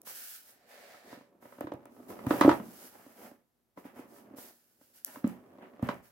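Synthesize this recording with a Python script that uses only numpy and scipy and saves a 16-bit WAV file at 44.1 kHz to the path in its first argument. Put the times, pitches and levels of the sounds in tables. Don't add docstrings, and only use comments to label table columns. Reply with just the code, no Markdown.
import sys
import numpy as np
from scipy import signal
from scipy.fft import rfft, irfft, next_fast_len
from scipy.io import wavfile

SR = 44100
rng = np.random.default_rng(int(sys.argv[2]) if len(sys.argv) > 2 else 0)


def digitize_waveform(pressure):
    field = np.atleast_2d(pressure).T
    bounded = np.clip(field, -1, 1)
    quanta = np.round(bounded * 32767).astype(np.int16)
    wavfile.write(sys.argv[1], SR, quanta)


N = 269450
TIME_S = np.arange(N) / SR
BLOW_S = TIME_S[:SR // 9]

# f/Hz, density/dB
CRUNCH_SPECTRUM = [(150, -22), (300, -15.5), (600, 2.5), (1100, -2.5), (1800, -9), (2500, -12.5),
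                   (3700, -20.5), (6000, -27.5), (15000, -44.5)]


def from_db(db):
    return 10 ** (np.asarray(db) / 20)


def unit_rms(x):
    return x / np.sqrt(np.mean(x ** 2) + 1e-20)


def at_hz(points, hz):
    f_hz, value = np.transpose(points)
    return np.interp(np.log(np.maximum(hz, 1)), np.log(f_hz), value)


def colour(x, spectrum):
    size = next_fast_len(x.shape[-1], True)
    hz = np.fft.rfftfreq(size, 1 / SR)
    shaped = rfft(x, size) * from_db(at_hz(spectrum, hz)) * hz / (hz + 10)
    return unit_rms(irfft(shaped, size)[..., :x.shape[-1]])


def add(track, t_s, sound):
    start = max(round(t_s * SR), 0)
    track[..., start:start + sound.shape[-1]] += sound[..., :N - start]


def envelope(curve):
    t_s, db = np.transpose(curve)
    fade = np.clip((t_s[-1] - TIME_S) * 20 + 1, 0, 1)
    return from_db(np.interp(TIME_S, t_s, db, left=-120)) * fade


def slips(per_s, spread_db, shape):
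    chance = rng.uniform(-1, 1, shape) * SR / (2 * per_s)
    slipped = np.abs(chance) < 1
    rarity = -np.log(np.abs(chance[slipped]) + 1e-9)
    out = np.zeros(shape)
    out[slipped] = np.sign(chance[slipped]) * from_db(spread_db * np.minimum(rarity, 4))
    return out


def friction(spectrum, per_s, spread_db, size=N, wide_hz=1100):
    mid, side = slips(per_s, spread_db, (2, size))
    side = signal.sosfilt(signal.butter(1, wide_hz, "high", fs=SR, output="sos"), side + 1e-18)
    return colour(np.array([mid + side, mid - side]), spectrum)


def hand(grip_db=1.5, grip_rasp_db=-13, grip_hiss_db=-22, attack_s=0.03, release_db_per_s=198):
    # t/s, level/dB
    effort = [(0.0, -70), (0.37, -80.5), (0.82, -73.5), (1.46, -70.5), (1.79, -61.5), (2.02, -61.5),
              (2.4, -39), (2.47, -40.5), (2.79, -69), (3.22, -70), (3.33, -76), (3.5, -83.5), (3.81, -92.5),
              (3.95, -61.5), (4.37, -60), (4.53, -82), (4.78, -81.5), (5.09, -79.5), (5.27, -58),
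              (5.85, -60.5), (6.01, -82), (6.11, -92)]
    # t/s, length/s, swell start to end/dB, drag/dB, rasp/dB, hiss/dB
    strokes = [(0.046, 0.059, 3.5, -72, -58.5, -46), (0.13, 0.23, -2.5, -99, -70, -47.5),
               (0.395, 0.097, 11, -88, -76, -62.5), (0.663, 0.31, -5, -85, -73.5, -67),
               (1.028, 0.11, 5, -59.5, -73, -68.5), (1.403, 0.25, -4, -65, -64.5, -68),
               (1.888, 0.58, 11, -57, -83, -67.5), (2.073, 0.024, 4, -47, -59, -55),
               (2.274, 0.28, -7.5, -45, -46.5, -50.5), (2.604, 0.26, 10.5, -62.5, -63.5, -58),
               (2.902, 0.28, -4, -66.5, -64.5, -64.5), (3.141, 0.11, 12, -58, -60, -62),
               (3.757, 0.032, 2, -57, -65, -66), (3.827, 0.035, 4.5, -60.5, -56.5, -66),
               (3.934, 0.063, 6, -57.5, -59, -65.5), (4.061, 0.12, 9, -87, -75, -66),
               (4.357, 0.13, -6.5, -59, -64.5, -53), (4.523, 0.29, -5, -89.5, -90.5, -72.5),
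               (4.789, 0.13, -4, -83, -100, -68.5), (4.922, 0.054, 5.5, -90, -80, -61.5),
               (5.047, 0.11, 1, -63.5, -57.5, -56.5), (5.249, 0.05, -5, -56, -54, -59.5),
               (5.594, 0.033, 2, -54, -58, -80), (5.815, 0.14, -7, -49, -51, -62.5),
               (6.018, 0.067, -4, -86.5, -65.5, -65.5)]
    grip = from_db(grip_db) * envelope(effort)
    power = np.array([grip, grip * from_db(grip_rasp_db), grip * from_db(grip_hiss_db)]) ** 2
    age_s = TIME_S[:SR]
    attack = np.minimum(age_s / attack_s, 1)
    for t_s, length_s, swell_db, drag_db, rasp_db, hiss_db in strokes:
        ramp_db = swell_db * (np.minimum(age_s / length_s, 1) - .5)
        release_db = release_db_per_s * np.maximum(age_s - length_s, 0)
        stroke = attack * from_db(ramp_db - release_db)
        add(power, t_s, (stroke * from_db([[drag_db], [rasp_db], [hiss_db]])) ** 2)
    return np.sqrt(power)


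def rubbing(drag, rasp, gain_db=-1.5, catch_db=1.52):
    # f/Hz, density/dB
    drag_spectrum = [(40, -27.5), (100, -11.5), (170, -12.5), (240, 5), (300, -5), (420, -5.5), (580, -7.5),
                     (800, -13.5), (1200, -19), (3000, -58.5)]
    # f/Hz, density/dB
    rasp_spectrum = [(200, -21.5), (420, 1.5), (600, 4.5), (800, 6.5), (1100, -0.5), (1400, 1), (1850, 0),
                     (2400, -4.5), (3100, -10), (5000, -35), (10000, -38)]
    wander = np.interp(TIME_S, np.linspace(0, TIME_S[-1], 330), rng.standard_normal(330))
    shake = drag * friction(drag_spectrum, per_s=380, spread_db=1.0)
    card = rasp * friction(rasp_spectrum, per_s=600, spread_db=1.5)
    return from_db(gain_db + catch_db * wander) * (shake + card)


def crinkling(drag, gain_db=-14):
    return drag * from_db(gain_db) * friction(CRUNCH_SPECTRUM, per_s=25, spread_db=2.0)


def sliding(hiss, gain_db=2.5):
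    # f/Hz, density/dB
    hiss_spectrum = [(600, -20.5), (1100, -15.5), (1450, 4), (2000, -3), (3000, -2), (3800, -4),
                     (5000, 0.5), (7000, -0.5), (10000, 1), (11500, 6.5), (14000, 3), (16000, 3.5)]
    return hiss * from_db(gain_db) * friction(hiss_spectrum, per_s=8100, spread_db=4.0)


def ticks(t60_s=0.0049, gain_db=-1):
    # t/s, level/dB
    contacts = [(0.017, -36.5), (0.072, -48), (1.608, -37.5), (1.738, -44), (1.856, -47), (2.267, -32.5),
                (2.411, -22.5), (5.0476, -17), (5.2769, -37), (5.826, -41.5), (5.944, -47)]
    # f/Hz, density/dB
    tick_spectrum = [(1000, -23), (1800, -11), (3000, -21.5), (4500, -16), (6000, -2.5), (8000, -1),
                     (12000, 3.5), (16000, 1.5)]
    out = np.zeros((2, N))
    for t_s, db in contacts:
        snap = colour(rng.standard_normal((2, len(BLOW_S))), tick_spectrum)
        add(out, t_s, snap * from_db(db + gain_db - 60 * BLOW_S / t60_s))
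    return out


def blows(tap_hz=267, tap_thud_db=-15.5, tap_flex_db=5):
    # t/s, boom/dB, boom f/Hz, table thud/dB, wall flex/dB, card crack/dB
    impacts = [(1.6084, -33.5, 278, -54, -22, -29), (1.641, -35.5, 302, -40, -41, -42),
               (1.670, -38.5, 295, -51, -33, -33), (1.7186, -34, 302, -62, -24, -31),
               (1.7389, -41, 293, -39.5, -29, -45), (2.266, -22, 255.3, -22.5, -37, -26),
               (2.307, -16.5, 301, -59, -15.5, -13.5), (2.338, -31, 275, -45, -19, -28),
               (2.4104, -14.5, 293, -39, -32.5, -4.5), (2.420, -41, 298, -51.5, -29.5, -18.5),
               (2.436, -35.5, 298, -56.5, -25.5, -18), (2.447, -12, 284.4, -25.5, -9.5, -16.5),
               (2.458, -18, 286, -55.5, -15, -27.5), (2.4767, -7, 305, -29, -6.5, -18.5),
               (2.492, -27, 289.1, -30, -21, -8), (2.513, -35.5, 300.6, -32, -21.5, -15),
               (2.526, -29.5, 261, -39.5, -38.5, -22.5), (2.598, -32.5, 224, -53, -41, -35.5),
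               (2.660, -42.5, 234, -64, -49, -43.5), (2.682, -39.5, 237, -57, -66, -62),
               (5.2418, -16.5, 245, -32.5, -26.5, -30), (5.268, -25.5, 242, -46, -32, -36),
               (5.826, -22.5, 237.5, -21, -25.5, -31.5), (5.8884, -27, 244, -55, -23.5, -16.5)]
    # t/s, level/dB, hardness/dB (nail > 0, fingertip < 0)
    taps = [(0.071, -51, 11), (0.944, -52, 7), (1.127, -40.5, 1), (1.172, -49.5, -2.5), (1.209, -50, 1.5),
            (1.424, -50, 4.5), (1.454, -46, 4), (1.524, -48.5, 7.5), (1.584, -45, 2), (1.855, -48.5, 6),
            (1.964, -51.5, 2), (2.0, -50, -4.5), (2.102, -44, 8.5), (2.190, -45.5, 10), (2.953, -50, 5),
            (3.063, -48.5, -1), (3.314, -50, -1.5), (3.774, -41, 3), (3.851, -44.5, -4.5),
            (3.991, -47, -5.5), (4.162, -54, 7), (4.307, -60.5, -14), (4.336, -48.5, -4), (4.383, -44.5, 3),
            (4.812, -57, 2), (5.158, -50, 14.5), (5.168, -49.5, -7.5), (5.584, -48.5, 4), (5.794, -45, 0)]
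    return impacts + [(t_s, db - hard_db, tap_hz, db + tap_thud_db, db + tap_flex_db, db + hard_db)
                      for t_s, db, hard_db in taps]


def boom(hz, rise_cycles, sharpness):
    age = BLOW_S * hz / rise_cycles
    return (age * np.exp(1 - age)) ** sharpness * np.sin(2 * np.pi * hz * BLOW_S)


def ring(modes, detune_spread, contact_s=.0005, lag_spread_s=.00008):
    stretch = 1 + detune_spread * rng.standard_normal()
    out = np.zeros((2, len(BLOW_S)))
    for k, (hz, db, t60_s) in enumerate(modes):
        jitter_db, direction = rng.standard_normal(2)
        lag_s = direction * lag_spread_s * np.array([[1], [-1]])
        phase = 2 * np.pi * hz * (stretch * BLOW_S + lag_s)
        out += (-1) ** k * from_db(db + jitter_db - 60 * BLOW_S / t60_s) * np.sin(phase)
    return out * (1 - np.exp(-(BLOW_S / contact_s) ** 2))


def knocks(boom_gain_db=-1.5, thud_gain_db=-4, flex_gain_db=-3, crunch_db=-15, crunch_t60_s=0.075):
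    # f/Hz, level/dB, t60/s
    flex_modes = [(452, -7.5, .022), (553, 2, 0.018), (767, -7, 0.01)]
    # f/Hz, level/dB, t60/s
    crack_modes = [(883, -16, 0.053), (980, -4, 0.02), (1085, -5.5, 0.012), (1230, -7.5, 0.017),
                   (1520, -13.5, 0.01768), (1845, -18, 0.023), (1980, -19, 0.026), (3880, -27.5, 0.015)]
    crunch_decay = from_db(crunch_db - 60 * BLOW_S / crunch_t60_s)
    out = np.zeros((2, N))
    for t_s, boom_db, boom_hz, thud_db, flex_db, crack_db in blows():
        rise_cycles = np.clip(1.46 + 0.029 * (boom_db - crack_db), .9, 1.6)
        hollow = -from_db(boom_db + boom_gain_db) * boom(boom_hz, rise_cycles, sharpness=1.7)
        thud = from_db(thud_db + thud_gain_db) * boom(hz=122, rise_cycles=0.74, sharpness=3.9)
        crunch = crunch_decay * friction(CRUNCH_SPECTRUM, per_s=3600, spread_db=3.0, size=len(BLOW_S))
        crack = from_db(crack_db) * (ring(crack_modes, detune_spread=0.038) + crunch)
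        flex = from_db(flex_db + flex_gain_db) * ring(flex_modes, detune_spread=0.016)
        add(out, t_s, hollow + thud + flex + crack)
    return out


def scraping():
    # t/s, level/dB
    edge_curve = [(0.45, -73), (0.58, -70.5), (0.68, -67), (0.71, -57), (0.95, -56.5), (1.03, -62),
                  (1.13, -54.5), (1.22, -67.5), (1.27, -75)]
    # f/Hz, density/dB
    scrape_spectrum = [(200, -28), (450, 1), (600, 4), (750, 3), (950, -7.5), (1300, -6), (1900, -1),
                       (2600, -8.5), (3400, -12), (4700, -11), (6000, -15.5), (15000, -21)]
    return envelope(edge_curve) * friction(scrape_spectrum, per_s=2300, spread_db=3.0)


def lingering(x):
    # f/Hz, gain/dB, t60/s
    resonances = [(131, 0, .28), (184, 3, .28), (222, -8, .22), (284, -3, .18), (343, 3, .17), (376, 0, .2),
                  (408, -3, .2), (571, 5, .22), (658, -1, .2), (719, 2, .22), (838, -2, .22), (968, -1, .2),
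                  (1019, -4, .18), (1093, -3, .2), (1212, -1, .18), (1298, 1, .17), (1771, -1, .14)]
    out = np.zeros_like(x)
    for hz, db, t60_s in resonances:
        radius = from_db(-60 / (t60_s * SR))
        b = (1 - radius ** 2) / 2 * np.array([1, 0, -1])
        a = [1, -2 * radius * np.cos(2 * np.pi * hz / SR), radius ** 2]
        out += from_db(db) * signal.lfilter(b, a, x)
    return out


def echoes(x, cutoff_hz=2500):
    # delay/s, gain/dB
    reflections = [(0.01, -13.5), (.0161, -16), (.02, -24)]
    dull = signal.sosfilt(signal.butter(1, cutoff_hz, fs=SR, output="sos"), x)
    out = np.zeros_like(x)
    for delay_s, db in reflections:
        add(out, delay_s, from_db(db) * dull)
    return out


def reverb(x, onset_s=0.0081, bands=10):
    # f/Hz, gain/dB
    band_gains = [(60, -14), (130, -9.5), (280, -11.5), (600, -8), (1200, -8.5), (3000, -3), (8000, -15.5),
                  (16000, -12)]
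    # f/Hz, t60/s
    decay_times = [(100, 0.56), (300, 0.21), (1000, 0.19), (4000, 0.093), (16000, 0.11)]
    # f/Hz, correlation
    correlations = [(100, .6), (280, 0.35), (550, 0.64), (1000, 1), (2000, 0), (16000, 0.039)]
    t_s = TIME_S[:SR // 2]
    fade_in = np.clip(t_s / onset_s - 1, 0, 1)
    response = np.zeros((2, len(t_s)))
    for hz in np.geomspace(45, 15000, bands):
        edges_hz = [hz / 1.38, min(hz * 1.38, .48 * SR)]
        bandpass = signal.butter(2, edges_hz, "band", fs=SR, output="sos")
        mid, side = signal.sosfilt(bandpass, rng.standard_normal((2, len(t_s))))
        alike = at_hz(correlations, hz)
        noise = np.sqrt(1 + alike) * mid + np.sqrt(1 - alike) * side * [[1], [-1]]
        tail = noise * fade_in * from_db(-60 * t_s / at_hz(decay_times, hz))
        band_share = np.sqrt(2 * np.diff(edges_hz) / SR / len(t_s))
        response += unit_rms(tail) * band_share * from_db(at_hz(band_gains, hz))
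    return signal.fftconvolve(x, response, axes=1)[:, :N]


def room_tone(level_db=-81):
    # f/Hz, density/dB
    tone_spectrum = [(25, -10.5), (60, 2), (130, 0), (300, -7), (700, -10.5), (1500, -16), (4000, -20.5),
                     (10000, -22), (12000, -15), (16000, -23.5)]
    noise = rng.standard_normal(N) + 1.5 * rng.standard_normal((2, N))
    return from_db(level_db) * colour(noise, tone_spectrum)


def scene(pan_right_db=1.5):
    drag, rasp, hiss = hand()
    box = knocks() + ticks() + rubbing(drag, rasp) + scraping() + crinkling(drag) + sliding(hiss)
    box *= from_db([[-pan_right_db / 2], [pan_right_db / 2]])
    return box + room_tone() + lingering(box) + echoes(box) + reverb(box)


def record(dry, low_cut_hz=48, dip_hz=2550, dip_depth=0.16, high_cut_hz=15900):
    thin = signal.sosfilt(signal.butter(2, low_cut_hz, "high", fs=SR, output="sos"), dry)
    dipped = thin - dip_depth * signal.lfilter(*signal.iirpeak(dip_hz, Q=4, fs=SR), thin)
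    return signal.sosfilt(signal.ellip(10, .2, 70, high_cut_hz, fs=SR, output="sos"), dipped)


dry = scene()
out = record(dry)
digitize_waveform(out)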